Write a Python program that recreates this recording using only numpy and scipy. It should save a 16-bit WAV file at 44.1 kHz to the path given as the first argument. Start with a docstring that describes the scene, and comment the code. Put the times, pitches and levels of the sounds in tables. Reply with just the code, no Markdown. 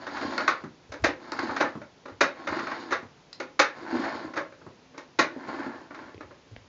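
"""A vacuum cleaner's cord reel turns as the power cord is drawn out in five long pulls and a last tug.
The reel clacks in its plastic housing before and after the long pulls. While it turns, it rumbles,
scrapes and bumps, and the cord hisses through the outlet. The slack cord flops onto the carpet,
and hands thud softly on the machine and the floor of a quiet room."""
import sys
import numpy as np
from scipy import signal
from scipy.fft import rfft, irfft, next_fast_len
from scipy.io import wavfile
from scipy.ndimage import map_coordinates

SR = 44100
rng = np.random.default_rng(int(sys.argv[2]) if len(sys.argv) > 2 else 0)


def waveform_to_disk(signal):
    """Save audio, clipped to [-1, 1], as 16-bit WAV at the path in sys.argv[1]."""
    frames = np.transpose(np.atleast_2d(signal))
    scaled = np.clip(frames, -1, 1) * 32767
    samples = np.round(scaled).astype(np.int16)
    wavfile.write(sys.argv[1], SR, samples)


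N = 294588
TIME = np.arange(N) / SR
AGE = np.arange(SR // 3) / SR  # seconds since a blow

# The room's echo. Each row: frequency in Hz, seconds to fade by 60 dB.
ROOM_ECHO = [(120, 0.32), (400, 0.29), (1200, 0.24), (3000, 0.25), (7000, 0.16)]
# The ringing notes of the plastic housing. Each row: pitch in Hz, relative level in dB,
# seconds to fade by 60 dB.
HOUSING_NOTES = [(275.7, -14, 0.15), (360.6, -5.5, 0.23), (519.2, 0, 0.39), (570, -6, 0.27),
                 (836, 14, 0.18), (1079, 8.5, 0.16), (1305, -9.5, 0.034), (1525, 6.5, 0.067),
                 (1625, 13, 0.026), (1744, 7.5, 0.11), (2150, 2.5, 0.09), (2447, -10, .08),
                 (3260, -11.5, .07), (4200, -13, .06), (4250, -26, .06), (6330, -17.5, .07)]

# The tone of each sound, from bass to treble. Each row: frequency in Hz, relative level in dB.
BACKGROUND_TONE = [(15, -52.5), (25, -20.5), (118, -8.5), (160, -6.5), (209, -13.5), (259, -5), (284, -9.5),
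                   (388, -11), (416, -8.5), (640, -15), (1010, -15), (1110, -18), (4970, -24.5),
                   (6770, -28.5), (7450, -40), (9680, -76), (16400, -120)]
THUD_TONE = [(25, -25), (48, -4.5), (80, 3.5), (110, 6.5), (145, -20.5), (400, -15.5), (1500, -42.5)]
TAP_TONE = [(100, 6), (400, 13.5), (800, -3), (1400, -7), (2300, 0), (4000, -16), (5000, -16), (7000, -41)]
FLOP_TONE = [(40, -39.5), (90, -8.5), (135, -5.5), (190, -1.5), (320, -4), (480, -15.5), (1200, -16),
             (3000, -41), (7000, -47.5)]
TICK_TONE = [(300, -18), (1500, -10.5), (3400, -8.5), (4200, 6), (5000, 0.5), (5800, -9), (7000, -13.5),
             (8000, -14.5)]
BUMP_TONE = [(40, -40), (100, -17.5), (200, -18.5), (245, 2), (280, -2), (345, 2), (410, -17.5), (600, -18),
             (2000, -50.5), (7000, -63.5)]
SCRAPE_TONE = [(150, -29), (430, -3), (550, 3), (720, 1.5), (1000, 2.5), (1100, 7.5), (1200, -3.5),
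               (1550, 2), (2120, -6), (2400, -12.5), (3200, -23), (7000, -49.5)]
RUMBLE_TONE = [(40, -42), (100, -19.5), (210, -16), (245, -3.5), (280, -2), (302, -7.5), (335, 2),
               (365, -5), (410, -15), (700, -18), (2000, -46.5)]
HISS_TONE = [(1500, -7.5), (3100, -4.5), (4400, 4), (5200, -2.5), (6000, -12), (6850, -7), (7500, -35)]
CLACK_TONE = [(60, -23.5), (220, -15.5), (275, -1.5), (360, 0), (420, -8.5), (560, 1), (730, -8),
              (1200, 2.5), (1420, 4), (2100, -3), (3200, -21), (3700, -14), (5500, -16.5), (6500, -15),
              (7500, -28)]

# Single blows of the hands, cord and reel. Each row: start in seconds, relative level in dB.
HAND_THUDS = [(0.894, -37), (0.996, -38.5), (1.022, -24.5), (2.109, -42), (2.496, -38), (6.145, -39),
              (6.24, -44), (6.514, -34), (6.563, -44.5)]
HAND_TAPS = [(6.145, -34), (6.179, -34.5), (6.564, -32)]
CORD_FLOPS = [(0.638, -27.5), (1.753, -27), (3.026, -34), (4.664, -33.5)]
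PLASTIC_TICKS = [(0.3791, -17), (1.3197, -21.5), (1.3922, -23.5), (3.3293, -25)]
AXLE_BUMPS = [(0.248, -20.5), (0.277, -24.5), (1.432, -25), (3.928, -16.5), (3.95, -16.5), (4.246, -25.5),
              (5.362, -25.5), (5.663, -24.5)]

# Pulls on the cord. Each row: start, moment the cord goes tight, spin-up length and stop, all in
# seconds, then relative level in dB, cord hiss in dB compared with that level.
CORD_PULLS = [(-0.06, 0.094, 0.074, 0.68, -34.5, -9), (1.168, 1.327, 0.072, 1.794, -35.5, -11),
              (2.32, 2.468, 0.017, 3.03, -35, -12), (3.704, 3.859, 0.1, 4.375, -32.5, -13.5),
              (5.28, 5.397, 0.08, 5.912, -36, -18), (5.88, 5.923, 0.12, 6.15, -41, -18.5)]
# Light knocks on the housing. Each row: start in seconds, relative level in dB, treble in dB.
LIGHT_KNOCKS = [(0.066, -36.5, -14.5), (0.168, -35.5, -18), (0.211, -37.5, -16.5), (0.378, -27.5, -19),
                (0.402, -32, -17), (0.639, -49.5, -12), (0.919, -45, -5), (0.937, -45.5, -9),
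                (1.318, -34, -25), (1.388, -30, -18.5), (1.491, -32.5, -35), (1.563, -30.5, -12.5),
                (1.815, -48, -15.5), (2.055, -46.5, -12.5), (2.08, -47.5, -16), (2.471, -30.5, -14),
                (2.525, -32, -26), (2.59, -34, -15), (2.668, -34.5, -17), (2.713, -33, -17),
                (3.399, -37.5, -7.5), (4.037, -34.5, -20), (4.122, -45, -20), (4.335, -43.5, -11.5),
                (4.521, -53.5, -16), (4.611, -56, -35), (4.942, -54.5, -23), (4.977, -46, -5),
                (5.905, -45.5, -21), (5.944, -47, -12), (6.205, -45.5, -16.5), (6.306, -53.5, -23)]
# The reel coming to rest. Each row: start in seconds, relative level in dB, bass in dB,
# build-up in seconds.
STOP_CLATTERS = [(0.476, -19, -13.5, 0.0052), (1.601, -23.5, -1, 0.011), (2.907, -25.5, -5.5, 0.023),
                 (4.359, -30.5, -1.5, 0.018)]
# The reel hitting its brake. Each row: start in seconds, relative level in dB, bass in dB.
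BRAKE_CLACKS = [(1.039, -22.5, -0.5), (2.206, -20, -2), (3.592, -17.5, -4.5), (5.188, -20, -2.5)]


def gain(db):
    """Turn decibels into a number to multiply by."""
    return 10 ** (np.asarray(db) / 20)


def normalise(sound):
    """Scale a sound so that its average strength (rms) is 1."""
    return sound / np.sqrt(np.mean(sound ** 2) + 1e-20)


def normalise_hit(sound):
    """Scale a blow so that its first 30 ms have an average strength of 1."""
    return sound / np.sqrt(np.mean(sound[:round(0.03 * SR)] ** 2) + 1e-20)


def fade(seconds):
    """A curve that drops by 60 dB in the given time."""
    return np.exp(-np.log(1000) * AGE / seconds)


def look_up(table, hz):
    """Read between a table's rows, on a scale where octaves are evenly spaced."""
    row_hz, values = np.transpose(table)
    return np.interp(np.log(hz + 1), np.log(row_hz + 1), values)


def colour(sound, tone):
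    """Filter a sound to give it the tone in a table."""
    size = 4096
    gains = gain(look_up(tone, np.fft.rfftfreq(size, 1 / SR)))
    # folding the second half onto the first keeps the filter from ringing before a hit
    cepstrum = irfft(np.log(gains))
    cepstrum[1:size // 2] *= 2
    cepstrum[size // 2 + 1:] = 0
    response = irfft(np.exp(rfft(cepstrum)))
    return signal.fftconvolve(sound, response)[:len(sound)]


def band(sound, low_hz, high_hz):
    """Keep the part of a sound between two frequencies, with soft edges."""
    size = next_fast_len(len(sound) + SR // 50)
    hz = np.fft.rfftfreq(size, 1 / SR)
    below = lambda edge: 1 / (1 + (hz / edge) ** 6)
    return irfft(rfft(sound, size) * (below(high_hz) - below(low_hz)), size)[:len(sound)]


def add(track, start, sound):
    """Mix a sound into a track at a start time in seconds."""
    part = track[max(0, round(start * SR)):][:len(sound)]
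    part += sound[:len(part)]


def grains(length, per_second, spread_db):
    """Tiny contacts of uneven size at random moments."""
    touching = rng.random(length) < per_second / SR
    sizes = gain(spread_db * np.sqrt(3) * rng.uniform(-1.2, 1, length))
    return normalise(touching * sizes * rng.choice([-1, 1], length))


def wobble(per_second):
    """A smooth curve through evenly spaced random values."""
    values = rng.standard_normal(int(N * per_second / SR) + 4)
    return map_coordinates(values, [TIME * per_second])


def in_room(sound, echo_db):
    """Add the room's short wash of echo, whose treble dies first."""
    hz, seconds, spectrum = signal.stft(rng.standard_normal(len(AGE)), SR, nperseg=256)
    decay = np.exp(-np.log(1000) * seconds / look_up(ROOM_ECHO, hz)[:, None])
    tail = signal.istft(spectrum * decay, SR, nperseg=256)[1]
    tail = tail[:len(AGE)] * (1 - np.exp(-AGE / 0.0039))
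    echo = signal.fftconvolve(sound, tail / np.linalg.norm(tail))[:len(sound)]
    return sound + gain(echo_db) * echo


def blows(rows, tone, fade_s, echo_db):
    """Each blow is a short shudder of noise, coloured by the thing that is hit."""
    track = np.zeros(N)
    for start, db in rows:
        shudder = fade(fade_s) * rng.standard_normal(len(AGE))
        blow = in_room(colour(shudder, tone), echo_db)
        add(track, start, gain(db) * normalise_hit(blow))
    return track


def background():
    """A steady room murmur with a faint hiss."""
    return gain(-57) * normalise(colour(rng.standard_normal(N), BACKGROUND_TONE))


def hand_thuds():
    """Hands and machine thud deeply on the carpet."""
    return gain(-11) * blows(HAND_THUDS, THUD_TONE, fade_s=0.09, echo_db=-9.5)


def hand_taps():
    """Very short contacts make dry, dull taps as the hand lets go."""
    return gain(-15.5) * blows(HAND_TAPS, TAP_TONE, fade_s=0.0087, echo_db=-11)


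def cord_flops():
    """The slack cord lands on the carpet, then touches again more softly."""
    second_touches = [(start + 0.023, db - 6) for start, db in CORD_FLOPS]
    return gain(-11) * blows(list(CORD_FLOPS) + second_touches, FLOP_TONE, fade_s=0.077, echo_db=-7)


def plastic_ticks():
    """Small, quick hits on plastic make sharp ticks."""
    return gain(-20) * blows(PLASTIC_TICKS, TICK_TONE, fade_s=0.015, echo_db=-4.5)


def axle_bumps():
    """The turning reel bumps heavily on its axle."""
    return gain(-12) * blows(AXLE_BUMPS, BUMP_TONE, fade_s=0.055, echo_db=-6)


def housing(push, ring_db):
    """A push is heard directly and also makes the plastic housing ring."""
    notes = np.zeros(len(AGE))
    for hz, db, fade_s in HOUSING_NOTES:
        strength = gain(db + rng.normal(0, 0.91))  # depends on the spot touched
        phase = rng.uniform(0, 2 * np.pi)
        notes += strength * np.sin(2 * np.pi * hz * AGE + phase) * fade(fade_s)
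    ringing = signal.fftconvolve(push, notes)[:len(push)]
    return normalise(push) + gain(ring_db) * normalise(ringing)


def knock(db, bass_db, treble_db, build_s):
    """One knock: loose plastic parts chatter and swell to a hard snap."""
    rise = np.minimum(AGE / build_s, 1)
    fall = np.exp(-np.maximum(AGE - build_s, 0) / 0.0065)
    force = (0.17 + 0.64 * rise ** 1.11) * fall
    # each of three parts sounds from its own place, so it has its own echo
    chatter = sum(in_room(force * grains(len(AGE), per_second=1500, spread_db=5), echo_db=-3)
                  for part in range(3))
    snap_shape = (AGE >= 0.7 * build_s) * np.exp(-np.abs(AGE - 0.86 * build_s) / 0.0078)
    snap = in_room(snap_shape * rng.standard_normal(len(AGE)), echo_db=-2)
    push = normalise(chatter) + gain(-6.5) * normalise(snap)
    # a harder contact sounds brighter
    db_per_octave = 0.41 * (treble_db + 11)
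    tone = [(hz, level + db_per_octave * np.log2(hz / 1000)) for hz, level in CLACK_TONE]
    clack = housing(colour(push, tone), ring_db=-12.5)
    # the spot that is hit sets the balance of bass and treble
    bass = gain(bass_db) * normalise_hit(band(clack, 75, 790))
    middle = normalise_hit(band(clack, 720, 3720))
    treble = gain(treble_db) * normalise_hit(band(clack, 2360, 7600))
    return gain(db - 1.5) * (bass + middle + treble)


def reel_speed(pull):
    """Speed from 0 to 1: the reel creeps, spins up as the cord goes tight, and slows as the arm runs out."""
    start, tight, spin_up, stop = pull[:4]
    ramp = lambda begin, seconds: np.clip((TIME - begin) / seconds, 0, 1)
    creep = 0.5 * ramp(start, seconds=0.065)
    spin = 0.5 * ramp(tight, spin_up)
    slowing = 1 - ramp(tight, stop - tight) ** 2.5
    return (creep + spin) * slowing


def light_knocks():
    """Cord and reel knock on the housing, sounding thinner while the cord is tight."""
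    track = np.zeros(N)
    tightness = sum(reel_speed(pull) for pull in CORD_PULLS)
    for start, db, treble_db in LIGHT_KNOCKS:
        bass_db = 3 - 15.5 * np.interp(start, TIME, tightness)
        add(track, start, knock(db, bass_db, treble_db, build_s=0.0041))
    return track


def stop_clatters():
    """The reel clatters to rest at the end of a pull."""
    track = np.zeros(N)
    for start, db, bass_db, build_s in STOP_CLATTERS:
        add(track, start, knock(db, bass_db, treble_db=-13.5, build_s=build_s))
    return track


def brake_clacks():
    """The reel falls back hard against its brake before the next pull."""
    track = np.zeros(N)
    for start, db, bass_db in BRAKE_CLACKS:
        add(track, start, knock(db, bass_db, treble_db=-8, build_s=0.007))
    return track


def turning_reel():
    """The faster the reel turns, the louder it scrapes and rumbles and the cord rubs on the outlet."""
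    scrape_level, rumble_level, hiss_level = np.zeros((3, N))
    for pull in CORD_PULLS:
        speed = reel_speed(pull)
        db, hiss_db = pull[4:]
        scrape_level += gain(db) * speed ** 1.57
        rumble_level += gain(db - 4.5) * speed ** 1.36
        hiss_level += gain(db + hiss_db) * speed ** 1.8
    jerk = normalise(gain(3.04 * np.tanh(wobble(per_second=70))))  # the cord sticks and slips
    scraping = jerk * grains(N, per_second=350, spread_db=2.5)
    loose_parts = gain(-6.5) * grains(N, per_second=70, spread_db=2.5)  # they tick inside the reel
    scrape = scrape_level * housing(colour(scraping + loose_parts, SCRAPE_TONE), ring_db=-17)
    rolling = jerk * grains(N, per_second=250, spread_db=4.5)
    rumble = rumble_level * normalise(colour(rolling, RUMBLE_TONE))
    rubbing = jerk * grains(N, per_second=3000, spread_db=3)
    hiss = hiss_level * normalise(colour(rubbing, HISS_TONE))
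    return in_room(gain(-4) * (scrape + hiss), echo_db=-2) + in_room(rumble, echo_db=-7.5)


def scene():
    """Add all the sounds together in one channel."""
    small_hits = axle_bumps() + cord_flops() + hand_thuds() + plastic_ticks() + hand_taps()
    knocks = brake_clacks() + stop_clatters() + light_knocks()
    return (small_hits + knocks + turning_reel() + background())[None]


def record(dry):
    """Cut away the deepest bass and the highest treble."""
    low_hz, top_hz = 42, 7380
    thinned = signal.sosfilt(signal.butter(4, low_hz, "high", fs=SR, output="sos"), dry)
    size = next_fast_len(N + SR // 2)
    hz = np.fft.rfftfreq(size, 1 / SR)
    treble_cut = 1 / np.sqrt(1 + (hz / top_hz) ** 70)
    return irfft(rfft(thinned, size) * treble_cut, size)[:, :N]


dry = scene()
out = record(dry)
waveform_to_disk(out)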